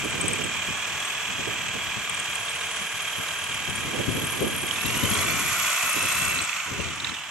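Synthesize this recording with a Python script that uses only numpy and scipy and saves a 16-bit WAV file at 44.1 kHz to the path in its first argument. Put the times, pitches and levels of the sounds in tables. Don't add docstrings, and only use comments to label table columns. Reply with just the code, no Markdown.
import sys
import numpy as np
from scipy.fft import rfft, irfft, next_fast_len
from scipy.io import wavfile
from scipy.ndimage import map_coordinates

SR = 44100
rng = np.random.default_rng(int(sys.argv[2]) if len(sys.argv) > 2 else 0)


def to_wav(sig):
    pcm = np.clip(np.atleast_2d(sig), -1, 1) * 32767
    pcm = np.round(pcm).astype(np.int16)
    wavfile.write(sys.argv[1], SR, pcm.T)


N = 321930


# time in seconds, strength in dB, left-right in dB.
BREEZE = [(0, -41.5, 7), (.3, -38.5, -9), (.5, -43.5, -6.5), (.85, -48.5, 11), (1.2, -49, 1),
          (1.5, -41.5, 3), (1.8, -47, 17), (2.2, -52, 16), (3.4, -50.5, 5.5), (3.65, -46.5, 16),
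          (3.86, -37, 4.5), (4.5, -37.5, 2), (4.75, -42, 7), (5.05, -34.5, 12.5), (5.4, -36.5, 7),
          (5.78, -52, 6), (5.95, -46, 2), (6.35, -40.5, 17.5), (6.46, -53.5, 18), (6.55, -52.5, 7),
          (6.66, -52, 3), (6.76, -38, 11), (6.95, -44.5, 8), (7.13, -43, 8), (7.18, -58, 14),
          (7.3, -51, -4)]
# start in seconds, peak in dB, left-right in dB, flutter over the buffet in dB.
BUFFETS = [(.03, -41.5, 9, 5), (0.046, -44, -19, 8), (.14, -42.5, -17, 3.5), (.186, -39, -12, 2),
           (0.237, -34, -5, 5), (.275, -41, 8, -6), (.303, -47, -9, 4), (0.387, -38, -15, 2),
           (0.45, -33, -3.5, -6), (0.681, -33.5, 9, -4), (1.29, -37, 0, -17), (1.39, -38.5, 13, 4),
           (1.47, -40, -14, 4), (1.748, -42, -16, 3), (1.96, -44.5, 28, -11), (2.81, -45.5, 20, -15),
           (3.181, -37.5, 11, -3), (3.49, -43, 14, -9), (3.682, -38, 27, -5), (3.848, -35.5, 7, 0),
           (3.938, -40, -7, 9), (3.977, -30, 2, 7), (4.082, -25, 12.5, -2), (4.125, -34, 10, -5),
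           (4.149, -27.5, 6, 3), (4.221, -32, -6, 0), (4.412, -26.5, 8.5, 9), (4.432, -34, 2, 1),
           (4.463, -37, -6, 5), (4.515, -37, 9, 5), (4.631, -41.5, -7, 6), (4.848, -34, 23, -18),
           (4.947, -38, -17, -0.5), (5.03, -30.5, 15, 2), (5.109, -31.5, 18, -9), (5.18, -42, 16, 7),
           (5.851, -39, -0.5, -2), (5.959, -42, -17, 6), (6.029, -42.5, -11, 7), (6.21, -41, 21, -14),
           (6.41, -46, 18, 3), (6.675, -41, -9, -1), (6.71, -36.5, 12, 5), (6.79, -37.5, 22, 2.5),
           (6.85, -35, 17, -2), (6.9, -45, 9, 4), (7.11, -46, 20, -1)]
# frequency in Hz, density in dB per Hz.
BUFFET_SPECTRUM = [(15, -80), (30, -47), (50, -11.5), (97, 1.5), (188, -1.5), (221, -3.5), (267, -5),
                   (400, -14.5), (520, -64), (880, -120)]
FLUTTER_SPECTRUM = [(120, -29), (200, -1), (397, 3), (434, 1.5), (551, -1.5), (900, -18), (1170, -24),
                    (1980, -120)]
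BUFFET_RISE_S, BUFFET_FALL_S = 0.00883, 0.013
BUFFET_CROSS_S = .016
THUMP_DB = -2
BREEZE_FLUTTER_DB, FLUTTER_GROWS, FLUTTER_PAN_DB = -3.5, 0.59, -7.5

# frequency in Hz, left-right correlation.
ALIKE = [(300, 1), (700, 0.99), (1250, 0.98), (1650, 0.79), (2400, 0.69), (3150, 0.23), (3900, 0.27),
         (4700, 0.12), (7000, 0.39), (9900, 0.14), (15000, 0.37)]
# frequency in Hz, left-right in dB.
LEAN = [(400, -1.5), (770, 2), (1170, -1.5), (1790, -0.1), (2740, -3), (4190, -7.5), (6410, -3.5),
        (8200, 10.5), (9800, 2), (10800, -2), (11400, -0.5), (12500, -0.5), (15000, -1)]
# frequency in Hz, lead of the left in radians.
LEAD = [(800, -0.38), (1650, 0.74), (2400, -1), (3150, -0.6), (3900, -1.5), (4700, -0.33), (8400, -1.33),
        (11400, 0.23)]
TOP_HZ = 15725

# start in seconds, peak in dB, pitch in Hz, knock of the housing in dB.
RATTLES = [(2.074, -38, 3700, -40), (2.48, -30, 3600, -36), (2.584, -37, 3760, -38),
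           (2.613, -35, 3770, -34), (3.28, -28.5, 3780, -38), (4.678, -32, 3700, -36),
           (4.7085, -18.5, 3200, -30), (4.759, -29, 3650, -33), (4.809, -33, 3800, -32),
           (4.856, -29, 3800, -28), (4.902, -27, 3400, -27), (4.948, -35, 3700, -29),
           (5.033, -29, 3700, -30), (5.112, -27, 4300, -32), (5.151, -27, 3850, -27),
           (5.189, -26, 4280, -35), (5.228, -27, 3920, -31), (5.301, -28, 4300, -34),
           (6.387, -26, 4060, -28), (6.493, -20, 2580, -33), (6.528, -20, 2520, -33),
           (6.564, -23, 2620, -29), (6.6, -23, 2530, -28), (6.746, -28, 2600, -33), (6.801, -27, 2710, -31),
           (6.808, -28, 2600, -35), (6.846, -32, 2400, -33), (6.886, -37, 3700, -32),
           (7.0, -25.5, 3800, -27), (7.045, -20, 3800, -28), (7.047, -32, 1750, -32),
           (7.068, -28, 3800, -40), (7.0698, -27, 2600, -27), (7.088, -31, 3500, -35),
           (7.093, -26, 3950, -33), (7.095, -29, 1640, -31), (7.118, -31, 2250, -36),
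           (7.14, -28.5, 3600, -32), (7.166, -27, 2850, -39), (7.184, -28.5, 2750, -39),
           (7.235, -33, 2750, -40)]
# frequency in Hz, density in dB per Hz.
SNAP_SPECTRUM = [(500, -60), (1100, -8), (1700, -1), (2550, 0), (3300, 0), (4200, -3), (4800, -10),
                 (7000, -12), (9000, -60)]
RATTLE_PAN_DB, RATTLE_PAN_DB_PER_KHZ = -9.5, 1

# start in seconds, peak in dB, pitch in Hz.
SQUEAKS = [(.1055, -31, 8300), (.2107, -23.5, 8170), (.2798, -20, 8170), (.3315, -21, 8350),
           (.38, -33, 8100), (.4379, -29, 8140), (1.0006, -30, 8740), (1.05, -32.5, 8450),
           (1.0979, -36, 8090), (2.095, -22.5, 8360), (2.1448, -27, 8340), (2.198, -25.5, 8500),
           (2.3536, -26, 8420), (2.494, -31, 8500), (2.5466, -33, 8640), (3.021, -33, 9200),
           (3.4371, -34, 9400), (3.5418, -31, 9350), (3.697, -34, 8800), (3.7559, -30, 8900),
           (4.243, -30, 8250), (4.2686, -26.5, 9800), (4.3071, -28.5, 8800), (4.4233, -26.5, 8970),
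           (4.5625, -28.5, 8800), (4.6159, -31, 8400), (4.6663, -29.5, 8500), (4.8693, -34, 9640),
           (4.9726, -29, 9300), (5.101, -18, 10050), (5.1402, -23, 8900), (5.1731, -27, 9550),
           (5.248, -31, 8300)]
# time in seconds, peak in dB, pitch in Hz, scatter in Hz, angle in turns.
RUN = [(5.34, -35, 9600, 500, 0), (5.85, -29, 9600, 500, 0.003), (6.03, -26.5, 8920, 150, 0.051),
       (6.22, -25, 8520, 80, 0), (6.46, -30.5, 8080, 80, 0.2)]
SQUEAK_PAN_DB, PAN_DB_PER_KHZ = 20, -6

# time in seconds, rub in dB, ring in dB, chirp pitch in Hz.
BIT = [(0, -51, -68, 9900), (.6, -61.5, -69, 9750), (1.9, -63, -66, 9200), (2.35, -50.5, -55, 9400),
       (2.7, -49, -58.5, 10500), (3.1, -50.5, -47, 10850), (3.35, -49, -53, 10200), (4, -51.5, -51, 9940),
       (4.15, -46, -43, 9940), (4.75, -44.5, -44.5, 9740), (5, -46, -36.5, 10000),
       (5.15, -40.5, -37.5, 9700), (5.3, -44, -41.5, 9900), (5.7, -43, -39.5, 10050), (6, -42, -43, 9620),
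       (6.3, -43.5, -41, 9060), (6.45, -56, -53, 9000), (6.62, -59, -51, 9800), (6.75, -59, -64, 10500),
       (7.3, -64, -68, 10300)]
# frequency in Hz, density in dB per Hz.
RUB_SPECTRUM = [(4710, 2), (8000, -4), (8300, -21.5), (9040, 21.5), (10800, 19), (11200, -14), (14600, -41),
                (22000, -120)]
# time in seconds, angle in turns.
CATCH = [(0, 0.86), (2.8, 0.77), (3.6, 0.93), (4.4, 0.9), (5.3, 0.98), (7.3, .96)]
# time in seconds, level in dB.
TREBLE = [(0, -52), (4, -54.5), (4.15, -67), (5, -67), (5.3, -46), (6, -42), (6.25, -45), (6.4, -54),
          (6.85, -61), (7.3, -60)]
# frequency in Hz, density in dB per Hz.
HIGH_LOADED = [(6240, -9.5), (10900, -7.5), (11300, 0), (12200, -1), (12600, -11), (13100, -5), (13800, -9),
               (15600, -30)]
HIGH_RACING = [(6820, -35), (11600, -6), (12000, 1), (12700, 5), (13500, -7), (14200, -20), (14400, -37),
               (15600, -67)]
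RING_HZ, RING_WIDTH_HZ = 11410, 320
CHIRP_DB, CHIRP_RACING_DB = 13.5, -2.5
PING_TURN, PING_DB, PING_CHIRP_DB = .56, 9, 5.5

# frequency in Hz, density in dB per Hz.
CHIP_SPECTRUM = [(500, -60), (1100, -10), (1700, 0.5), (2100, -3.5), (2550, 6.5), (3300, 1), (4200, -12),
                 (7000, -8.5), (9000, -60)]
CHIPS_PER_S, CHIP_SPREAD_DB, CHIPS_DB = 900, 6, -9

# time in seconds, speed in turns per second.
SPEED = [(0, 18.99), (.15, 19.01), (.45, 19.28), (.75, 19.62), (.9, 19.85), (1.2, 19.97), (1.35, 19.78),
         (1.5, 19.42), (1.8, 19.55), (2.3, 19.35), (2.7, 19.4), (3.45, 19.19), (3.6, 19.2), (4.05, 19.44),
         (4.2, 19.37), (4.35, 19.38), (4.65, 19.29), (4.73, 19.39), (4.78, 20.6), (4.88, 21.7),
         (4.95, 22.75), (5.05, 24.4), (5.15, 25.95), (5.25, 27.2), (5.35, 28.05), (5.45, 28.95),
         (5.6, 29.75), (5.75, 30.43), (5.9, 30.78), (6.3, 31.45), (6.38, 31.2), (6.4, 30.87), (6.6, 26.46),
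         (6.9, 22.13), (7.3, 19.79)]
START_TURN = .03
SQUEEZE_S, RELEASE_S = 4.76, 6.38
# time in seconds, level in dB.
ROAR = [(0, -31.5), (.71, -31), (1.36, -31.5), (2.77, -32), (4.65, -32), (4.9, -29.5), (5.2, -27),
        (5.31, -28), (5.71, -26), (5.88, -27.5), (6.18, -27), (6.69, -32.5), (7.01, -34.5), (7.08, -33.5),
        (7.22, -36), (7.3, -37)]
# frequency in Hz, density in dB per Hz.
ROAR_LOADED = [(240, -22), (400, -14), (470, -8), (514, -15.5), (610, -7.5), (807, -8), (1160, -2),
               (1360, -5), (1630, -4), (1860, -5.5), (2390, -1), (3040, -3), (3190, -2), (3560, -9),
               (4400, -18.5), (5720, -51), (9680, -120)]
ROAR_RACING = [(240, -56), (400, -17.5), (709, -5), (816, -10.5), (1050, 1), (1490, 3), (1660, -6),
               (1990, 1), (2430, 1), (2590, 0), (3100, -4), (3360, -7.5), (3640, -9.5), (3860, -18),
               (4400, -10), (5720, -76), (9680, -120)]
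# centre in Hz, width in Hz, level under load in dB.
HOUSING = [(1150, 54, -60.5), (2325, 70, -48), (2550, 63, -53.5), (3067, 53, -54), (3363, 77, -62)]
HOUSING_RISE = [-2.5, 4, -7, -12, 15]
# frequency in Hz, density in dB per Hz.
HISS_SPECTRUM = [(2240, -45), (3800, -3.5), (4130, -10), (5470, -1.5), (6100, 3), (6600, 3), (7120, 5),
                 (8110, -0.5), (8280, 0), (9000, -10), (11700, -44), (19800, -120)]
HISS_DB, HISS_GROWS = -40.5, 1.65
HISS_COAST_DB = 1.5
WALL_HZ, WALL_COAST = 547, 0.73

ORDERS = [42, 84, 126, 168, 252, 410, 120, 132]
TONE_SPEEDS = [20, 20.35, 23.5, 26.4, 27.7, 29, 30.2, 30.6, 31.05, 31.4]
TONES = [
    [-69, -70, -40, -50, -56, -48, -48, -46, -48, -51],
    [-47, -52, -54, -44, -38, -44, -42, -36, -35, -35.5],
    [-40.5, -36.5, -37, -35.5, -41.5, -53, -50, -48, -45, -48],
    [-43.5, -48, -56, -60, -62, -62, -60, -57, -56, -57],
    [-62, -57, -50, -59, -50, -54, -43, -51, -53, -60],
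    [-50.5, -62, -66, -69, -70, -70, -70, -70, -70, -70],
    [-47.5, -49, -53, -50, -60, -65, -65, -65, -65, -65],
    [-47.5, -54, -58, -60, -62, -65, -63, -65, -65, -65],
]
THROB = [.8, 1.6, 1.0, 1.4, .5, .1, .3, .3]
BLUR = [.3, .17, .4, .42, .4, .3, .55, .55]
SWAY = [0, .25, -.4, -.35, .2, 0, 0, 0]
SCATTER = [1.5, .9, 1.7, 1.4, 1.2, 1.2, 2.4, 2.4]
DEEPENING = [0.1, 0.1, -2.2, 0.1, 0.1, -2.5, -.1, .1]
COAST = [-10, -8, -22, -7, -2, -16, -8, -8.5]
COAST_S = 0.17

SIDES = np.array([[.5], [-.5]])


def amp(db):
    return 10 ** (np.asarray(db) / 20)


def unit(x):
    return x / np.sqrt(np.mean(x ** 2) + 1e-20)


def along(points, hz):
    f, v = np.transpose(points)
    return np.interp(np.log(hz + 1), np.log(f + 1), v)


def curves(rows):
    s, *cols = np.transpose(rows)
    return np.array([np.interp(np.arange(N) / SR, s, c) for c in cols])


def wobble(rate):
    return map_coordinates(rng.standard_normal(int(N * rate / SR) + 4), [np.arange(N) * rate / SR])


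def filtered(x, response):
    m = next_fast_len(N + 8192)
    return irfft(rfft(x, m) * response(np.fft.rfftfreq(m, 1 / SR)), m)[..., :N]


def rush(spectrum, alike=ALIKE):
    def mid_side(hz):
        turn = np.arccos(np.clip(along(alike, hz), -1, 1)) / 2
        return amp(along(spectrum, hz)) * [np.cos(turn), np.sin(turn)]

    mid, side = filtered(rng.standard_normal((2, N)), mid_side)
    return np.array([mid + side, mid - side]) / np.std(mid)


def resonance(centre_hz, width_hz, alike=ALIKE):
    hz = centre_hz + width_hz * np.linspace(-12, 12, 97)
    density_db = -20 * np.log10(1 + (2 * (hz - centre_hz) / width_hz) ** 2)
    return rush(np.c_[hz, density_db], alike)


def bursts(events, rise, t60, spread_hz, rough, gain_db):
    out, t = np.zeros((2, N + SR)), np.arange(SR // 20) / SR
    chance = rng.uniform(-1.37, 1, (len(events), 6))
    for (s, db, hz, pan_db), c in zip(events, chance):
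        swell = np.sin(np.pi / 2 * np.clip(t / rise, 0, 1)) ** 2
        decay = amp(-60 * np.maximum(t - rise, 0) / (t60 * amp(6.6 * c[0])))
        above_hz = hz + spread_hz * (1 + .5 * c[1])
        below_hz = hz - spread_hz * (1 + .5 * c[3])
        tone = np.sin(2 * np.pi * hz * t)
        tone += rough * np.sin(2 * np.pi * above_hz * t + np.pi * c[2])
        tone += rough * np.sin(2 * np.pi * below_hz * t + np.pi * c[4])
        out[:, round(s * SR):][:, :len(t)] += amp(db + gain_db + SIDES * pan_db) * swell * decay * tone
    return out[:, :N]


def angle():
    return 2 * np.pi * (np.cumsum(curves(SPEED)[0]) / SR + START_TURN)


def racing():
    return np.clip((curves(SPEED)[0] - 20) / 7, 0, 1)


def coasting():
    return np.clip((np.arange(N) / SR - RELEASE_S) / COAST_S, 0, 1)


def passes(turn):
    return np.flatnonzero(np.diff(np.floor(angle() / (2 * np.pi) - turn)))


def each_turn(turn, db, hz, scatter):
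    at = passes(turn)
    c = rng.standard_normal((len(at), 3))
    late_s = .002 * abs(c[:, 0])
    return np.c_[at / SR + late_s, db[at] + 3 * c[:, 1], hz[at] * (1 + scatter * c[:, 2]), np.full(len(at), 4.)]


def arrivals(s, pan_db):
    return s + BUFFET_RISE_S + BUFFET_CROSS_S * (np.array([0, 1]) - (pan_db < 0))


def wind():
    def lumps(depth_db):
        return depth_db * np.array([wobble(25), wobble(25)])

    t = np.arange(N) / SR
    strength_db, lean_db = curves(BREEZE)
    breeze_db = strength_db + SIDES * (lean_db + 3 * wobble(7.4))
    flutter_rise_db = BREEZE_FLUTTER_DB + FLUTTER_GROWS * (strength_db + 42.5)
    low_power = amp(breeze_db + lumps(2.2)) ** 2
    flutter_power = amp(breeze_db + flutter_rise_db + lumps(1.7) + 1.3 * wobble(8.9)) ** 2
    for s, db, pan_db, flutter_db in BUFFETS:
        span = slice(max(round((s - .1) * SR), 0), round((s + .3) * SR))
        u = t[span] - arrivals(s, pan_db)[:, None]
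        shape = np.where(u < 0, np.exp(-(u / BUFFET_RISE_S) ** 2), np.exp(-np.abs(u) / BUFFET_FALL_S))
        power = amp(db + SIDES * pan_db) ** 2 * shape
        low_power[:, span] += power
        flutter_power[:, span] += power * amp(flutter_db) ** 2
    low = np.sqrt(low_power) * rush(BUFFET_SPECTRUM, [(30, 0.055)])
    flutter = np.sqrt(flutter_power) * rush(FLUTTER_SPECTRUM, [(30, 0.032)])
    return amp(-4.0) * low + amp(-7.5 + SIDES * FLUTTER_PAN_DB) * flutter


def thumps():
    push = np.zeros((2, 2, N))
    for s, db, pan_db, flutter_db in BUFFETS:
        at = np.round(arrivals(s, pan_db) * SR).astype(int)
        balance_db = np.add.outer([0, flutter_db], [pan_db / 2, -pan_db / 2])
        push[:, [0, 1], at] = amp(db + THUMP_DB + balance_db)
    grid = np.linspace(0, SR / 2, 4000)

    def strike(p, colour):
        mean_gain = amp(along(colour, grid)).mean()
        return filtered(p, lambda hz: amp(along(colour, hz)) / mean_gain)

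    return strike(push[0], BUFFET_SPECTRUM) + strike(push[1], FLUTTER_SPECTRUM)


def rattles():
    rows = [(s, db, hz, RATTLE_PAN_DB + RATTLE_PAN_DB_PER_KHZ * (hz - 2600) / 1000)
            for s, db, hz, _ in RATTLES]
    return bursts(rows, rise=.003, t60=.034, spread_hz=220, rough=.5, gain_db=-3.5)


def knocks():
    jolt, t = np.zeros(N + SR), np.arange(SR // 20) / SR
    for s, *_, knock_db in RATTLES:
        jolt[round(s * SR):][:len(t)] += amp(knock_db - 60 * t / 0.027) * np.clip(t / 0.0004, 0, 1)
    return jolt[:N] * rush(SNAP_SPECTRUM)


def squeaks():
    db, hz, scatter_hz, grab = curves(RUN)
    at = passes(grab)
    at = at[(at > RUN[0][0] * SR) & (at < RUN[-1][0] * SR)]
    c = rng.standard_normal((len(at), 3))
    run = np.c_[at / SR + .001 * c[:, 0], db[at] + 1.8 * c[:, 1], hz[at] + scatter_hz[at] * c[:, 2]]
    rows = np.r_[SQUEAKS, run]
    pan_db = SQUEAK_PAN_DB + PAN_DB_PER_KHZ * (rows[:, 2] - 8300) / 1000
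    return bursts(np.c_[rows, pan_db], rise=.0022, t60=.024, spread_hz=200, rough=.45, gain_db=-3)


def bit():
    rub_db, ring_db, chirp_hz = curves(BIT)
    top_db, catch = curves(TREBLE)[0], curves(CATCH)[0]
    a, fast = angle(), racing()
    rub = amp(rub_db + 1.3 * np.cos(a) + 1.6 * wobble(30)) * rush(RUB_SPECTRUM)
    ring_level = amp(ring_db - 2.5 + 1.8 * np.cos(2 * a - 1.2) + 1.8 * wobble(30))
    ring = ring_level * resonance(RING_HZ, RING_WIDTH_HZ, [(30, 0.24)])
    high_noise = np.sqrt(1 - fast) * rush(HIGH_LOADED, [(30, 0.1)])
    high_noise += np.sqrt(fast) * rush(HIGH_RACING, [(30, -.1)])
    top = amp(top_db + 2 * np.cos(a) + 1.9 * wobble(25)) * high_noise
    catches = each_turn(catch, rub_db + CHIRP_DB + CHIRP_RACING_DB * fast, chirp_hz, .03)
    clips = each_turn(PING_TURN, ring_db + PING_CHIRP_DB - 6 * fast, .96 * chirp_hz, .03)
    pings = each_turn(PING_TURN, ring_db + PING_DB, np.full(N, RING_HZ), 0.0054)
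    cries = bursts(np.r_[catches, clips], rise=0.0015, t60=0.027, spread_hz=410, rough=0.91, gain_db=-4.0)
    return rub + ring + top + cries + bursts(pings, rise=.0012, t60=0.038, spread_hz=130, rough=.4, gain_db=-3)


def chips():
    density = CHIPS_PER_S / SR * (1 + 0.43 * np.cos(2 * angle()))
    struck = rng.random(N) < density
    size = amp(CHIP_SPREAD_DB * rng.uniform(-1.2, 1, N))
    hits = struck * size * rng.choice([-1, 1], N)
    return amp(curves(ROAR)[0] + CHIPS_DB) * unit(filtered(hits, lambda hz: amp(along(CHIP_SPECTRUM, hz))))


def motor():
    roar_db, = curves(ROAR)
    change_db = roar_db - roar_db[SR]
    a, fast = angle(), racing()
    lips, grit = np.cos(2 * a), wobble(160) + 0.5 * wobble(45)
    roar = np.sqrt(1 - fast) * rush(ROAR_LOADED) + np.sqrt(fast) * rush(ROAR_RACING)
    roar *= amp(roar_db - 2.0)
    wall_hum = filtered(roar, lambda hz: 1 / (1 + (hz / WALL_HZ) ** 8))
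    roar -= WALL_COAST * coasting() * wall_hum
    for (hz, width_hz, db), rise_db in zip(HOUSING, HOUSING_RISE):
        roar += amp(db + rise_db * fast + change_db) * resonance(hz, width_hz)
    hiss_db = HISS_DB + HISS_GROWS * change_db + HISS_COAST_DB * coasting()
    hiss = amp(hiss_db + 0.75 * lips + 0.17 * np.cos(a) + 1.03 * grit) * rush(HISS_SPECTRUM)
    return roar * amp(0.5 * lips + 0.53 * grit) + hiss


def tone_levels():
    t, speed = np.arange(N) / SR, curves(SPEED)[0]
    boring_s = t * (t < SQUEEZE_S)
    return [np.interp(speed, TONE_SPEEDS, db) + drift_db * boring_s + loss_db * coasting()
            for db, drift_db, loss_db in zip(TONES, DEEPENING, COAST)]


def gears():
    a = angle()
    tones = np.zeros((2, N))
    settings = zip(ORDERS, tone_levels(), THROB, BLUR, SWAY, SCATTER)
    for order, db, depth, blur, sway, scatter_db in settings:
        bite = 2 * a + .25 * wobble(30)
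        load = 1 + depth * (np.cos(bite) + 0.041 * np.cos(a))
        slack = blur * (wobble(12) + .85 * wobble(95)) + sway * np.sin(bite)
        ports = .42 * np.array([wobble(22), wobble(20)])
        level = amp(db + scatter_db * wobble(45)) * load
        tones += level * np.sqrt(2) * np.sin(order * a + slack + ports)
    return tones


def scene():
    def ports(hz):
        balance = amp(np.outer([.5, -.5], along(LEAN, hz)))
        return balance * np.exp(1j * np.outer([.5, -.5], along(LEAD, hz)))

    drill = filtered(motor() + gears() + bit() + chips() + knocks(), ports)
    return wind() + thumps() + rattles() + squeaks() + drill


def record(dry):
    return filtered(dry, lambda hz: hz < TOP_HZ)


dry = scene()
out = record(dry)
to_wav(out)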